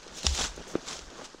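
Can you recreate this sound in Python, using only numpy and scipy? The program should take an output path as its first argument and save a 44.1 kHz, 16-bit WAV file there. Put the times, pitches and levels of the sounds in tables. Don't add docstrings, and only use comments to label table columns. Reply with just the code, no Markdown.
import sys
import numpy as np
from scipy import signal
from scipy.fft import rfft, irfft, next_fast_len
from scipy.io import wavfile
from scipy.ndimage import map_coordinates

SR = 44100
rng = np.random.default_rng(int(sys.argv[2]) if len(sys.argv) > 2 else 0)


def generate_wav(signal):
    frames = np.transpose(np.atleast_2d(signal))
    scaled = np.clip(frames, -1, 1) * 32767
    pcm = np.round(scaled).astype(np.int16)
    wavfile.write(sys.argv[1], SR, pcm)


N = 61739

# frequency in Hz, relative level in dB.
CRACK_SPECTRUM = [(300, -14), (1000, -5.5), (3200, 3), (6200, 5), (7600, -2.5), (9000, -13), (11000, -35),
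                  (15500, -47)]
# frequency in Hz, relative level in dB.
RUB_SPECTRUM = [(60, -39), (110, -10), (160, -0.5), (380, 1.5), (600, -1.5), (1100, -15), (2500, -19),
                (6000, -48)]


def amp(db):
    return 10 ** (np.asarray(db) / 20)


def unit(x):
    return x / np.sqrt(np.mean(x ** 2) + 1e-20)


def since(start_s):
    return np.maximum(np.arange(N) / SR - start_s, 0)


def filtered(x, response):
    size = next_fast_len(N + 8192)
    spectrum = rfft(x, size) * response(np.fft.rfftfreq(size, 1 / SR))
    return irfft(spectrum, size)[:N]


def coloured(x, points):
    point_hz, point_db = np.transpose(points)

    def response(hz):
        return amp(np.interp(np.log(hz + 1), np.log(point_hz + 1), point_db))

    return unit(filtered(x, response))


def noise(points):
    return coloured(rng.standard_normal(N), points)


def patchy(x):
    spread_db, patch_hz, patch_s = 1.73, 520, 0.012
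    window = 256
    bins = signal.stft(x, nperseg=window)[2]
    band, frame = np.indices(bins.shape)
    knots = rng.standard_normal((128, 512))
    row = band * SR / window / patch_hz
    column = frame * (window // 2) / SR / patch_s
    field = map_coordinates(knots, [row, column], mode="mirror")
    return signal.istft(bins * amp(spread_db * field), nperseg=window)[1][:N]


def grains(points):
    grains_per_s, spread_db, hiss_db = 3000, 3, -3
    hit = rng.random(N) < grains_per_s / SR
    size = amp(spread_db * np.minimum(rng.exponential(size=N), 5))
    fractures = unit(hit * size * rng.choice([-1, 1], N))
    hiss = amp(hiss_db) * rng.standard_normal(N)
    return coloured(patchy(fractures + hiss), points)


def swells(rows):
    edge_db = 23.5
    t = np.arange(N) / SR
    power = 0
    for full_s, rise_s, hold_s, fall_s, db in rows:
        distance = np.maximum(full_s - t, 0) / rise_s + since(full_s + hold_s) / fall_s
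        power = power + amp(db - edge_db * distance) ** 2
    return np.sqrt(power)


def bursts(rows, t60_s):
    attack_s = 0.00061
    gain = 0
    for start_s, db, *_ in rows:
        t = since(start_s)
        gain = gain + amp(db - 60 * t / t60_s) * (1 - np.exp(-t / attack_s))
    return gain


def ring(t, hz, t60_s, attack_s):
    return np.sin(2 * np.pi * hz * t) * 1000 ** (-t / t60_s) * (1 - np.exp(-t / attack_s))


def woodland():
    # frequency in Hz, relative level in dB.
    floor_spectrum = [(20, 0), (40, -3), (90, -19.5), (150, -7.5), (280, -7), (480, -7), (800, -9),
                      (1500, -8.5), (2200, -15.5), (3300, -13.5), (4900, -14), (6400, -13.5), (8000, -24),
                      (10500, -36.5), (15500, -55)]
    # time in seconds, level in dB.
    floor_level = [(0, -49.5), (.55, -47.5), (.82, -48), (1.1, -51), (1.3, -50.5), (1.4, -55)]
    time_s, db = np.transpose(floor_level)
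    return amp(np.interp(np.arange(N) / SR, time_s, db)) * grains(floor_spectrum)


def handling():
    # full at in seconds, rise, hold and fall in seconds, level in dB.
    rub_events = [(.12, 0.067, 0.063, .1, -52.5), (.243, .02, 0.01, 0.063, -41.5),
                  (.595, 0.066, 0.018, 0.03, -46), (.68, 0.043, 0.11, 0.052, -47),
                  (1.10, 0.055, 0.022, 0.12, -50.5), (1.195, 0.11, .025, 0.057, -47.5)]
    # full at in seconds, rise, hold and fall in seconds, level in dB.
    gusts = [(.125, .03, 0.013, .04, -51), (.325, 0.071, 0.0086, .05, -34.5),
             (.40, 0.058, 0.046, 0.089, -36.5), (.5, .04, 0.12, 0.073, -49), (.9, 0.18, .1, .05, -56),
             (1.03, 0.036, 0.043, 0.056, -46.5)]
    # frequency in Hz, relative level in dB.
    rumble_spectrum = [(12, -20), (25, -4), (45, -2.5), (62, -2.5), (85, -17.5), (110, -27.5), (170, -16.5),
                       (260, -36), (500, -66)]
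    return swells(rub_events) * grains(RUB_SPECTRUM) + swells(gusts) * noise(rumble_spectrum)


def knocks():
    # start in seconds, level in dB, reference pitch in Hz.
    knock_events = [(0.065, -29, 397), (0.2447, -13, 177), (.577, -24, 400), (0.594, -26, 200),
                    (0.7405, -21, 330), (0.7534, -4.5, 367), (.816, -42, 600), (0.829, -32.5, 378),
                    (.991, -27, 480), (1.217, -26, 620), (1.3452, -25.5, 374)]
    # ratio to the pitch, relative level in dB, T60 in seconds, attack in seconds.
    knock_modes = [(.95, 4, 0.013, .003), (1.4, -3, 0.0087, 0.0023), (3.4, -13, 0.0066, .0003),
                   (10, -27, 0.0072, .0004)]
    low_cut_hz, scuff_db, scuff_t60_s = 125, -23.5, 0.055
    body = np.zeros(N)
    for start_s, db, hz in knock_events:
        for k, (ratio, mode_db, t60_s, attack_s) in enumerate(knock_modes):
            sign = (-1) ** k
            body += sign * amp(db + mode_db) * ring(since(start_s), hz * ratio, t60_s, attack_s)
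    high_pass = signal.butter(2, low_cut_hz, "high", fs=SR, output="sos")
    scuff = amp(scuff_db) * bursts(knock_events, scuff_t60_s) * noise(RUB_SPECTRUM)
    return signal.sosfilt(high_pass, body) + scuff


def thump():
    start_s, rise_s, hold_s, t60_s = 0.2595, 0.013, 0.024, 0.15
    start_hz, sag_hz_per_s, level_db = 70.3, 30, -23.5
    t = since(start_s)
    rise = np.minimum(t / rise_s, 1)
    decay = amp(level_db - 60 * since(start_s + rise_s + hold_s) / t60_s)
    cycles = (start_hz - sag_hz_per_s * t / 2) * t
    return rise * decay * np.sin(2 * np.pi * cycles)


def snap():
    # start in seconds, level in dB.
    stages = [(0.2667, -7), (0.2697, -20.5)]
    # frequency in Hz, relative level in dB, T60 in seconds.
    snap_modes = [(822, -17.5, 0.021), (1150, -14, 0.017), (1920, -20.5, 0.023), (3000, -5.5, 0.0083),
                  (3460, -3, 0.0086), (4480, -24, 0.0097), (5280, 4.5, 0.0053), (5660, -4, 0.0084),
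                  (6800, -8, 0.0091), (7540, -13, 0.013)]
    attack_s, splinter_db, splinter_t60_s = 0.00025, -25, 0.034
    modes = np.zeros(N)
    for start_s, db in stages:
        for hz, mode_db, t60_s in snap_modes:
            modes += amp(db + mode_db) * ring(since(start_s), hz, t60_s, attack_s)
    splinters = bursts([(stages[0][0], splinter_db)], splinter_t60_s) * noise(CRACK_SPECTRUM)
    return modes + splinters


def leaves():
    # full at in seconds, rise, hold and fall in seconds,
    # crackle level in dB, crunch level in dB over the crackle.
    rustles = [(0.176, 0.067, 0.013, .075, -41.5, -18), (0.256, 0.047, 0.025, 0.091, -35, -14),
               (0.349, 0.14, 0.024, 0.042, -35, -9.5), (0.389, 0.036, 0.021, .03, -31.5, -2.5),
               (0.412, 0.022, 0.039, 0.066, -31, -7), (.70, 0.054, 0.012, 0.092, -55, -1.5),
               (0.875, 0.047, 0.06, 0.15, -40, -4.5), (1.181, 0.13, 0.037, 0.092, -53, 5),
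               (1.246, 0.021, 0.0064, 0.036, -43, -7)]
    # frequency in Hz, relative level in dB.
    crackle_spectrum = [(880, -44), (1500, -15.5), (2750, -5), (3440, -1), (4710, -4), (6130, -1),
                        (7450, -4.5), (8620, -16.5), (10200, -20), (11200, -31.5), (15500, -34)]
    crunch_spectrum = [(90, -17), (170, -0.5), (450, 1), (900, 2), (1400, 0), (2200, -11), (4000, -46)]
    # start in seconds, level in dB.
    crack_events = [(.079, -38.5), (.2115, -38), (.231, -27), (.347, -25), (.376, -23), (.393, -26.5),
                    (.44, -24), (.462, -33), (.884, -30), (.91, -30.5), (.929, -29), (.968, -33),
                    (.991, -33), (1.019, -40.5), (1.102, -40)]
    # full at in seconds, rise, hold and fall in seconds, level in dB.
    swish_events = [(.17, 0.027, 0.022, 0.023, -46), (.2315, 0.0028, 0.0024, 0.0074, -39),
                    (.35, 0.024, 0.0052, 0.036, -39), (.562, .006, 0.0027, 0.01, -47.5),
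                    (.68, 0.014, 0.038, 0.065, -51)]
    # frequency in Hz, relative level in dB.
    swish_spectrum = [(2000, -27), (4500, -10), (6300, 2), (8000, -9), (11000, -20.5), (15500, -27)]
    crack_t60_s = 0.016
    crackle_rows = [row[:5] for row in rustles]
    crunch_rows = [(*row[:4], row[4] + row[5]) for row in rustles]
    crackle = swells(crackle_rows) * grains(crackle_spectrum)
    crunch = swells(crunch_rows) * grains(crunch_spectrum)
    cracks = bursts(crack_events, crack_t60_s) * noise(CRACK_SPECTRUM)
    swishes = swells(swish_events) * grains(swish_spectrum)
    return crackle + crunch + cracks + swishes


def scene():
    mono = woodland() + handling() + knocks() + thump() + snap() + leaves()
    return np.array([mono, mono])


def record(dry):
    top_hz = 15800
    return np.array([filtered(x, lambda hz: hz < top_hz) for x in dry])


dry = scene()
out = record(dry)
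generate_wav(out)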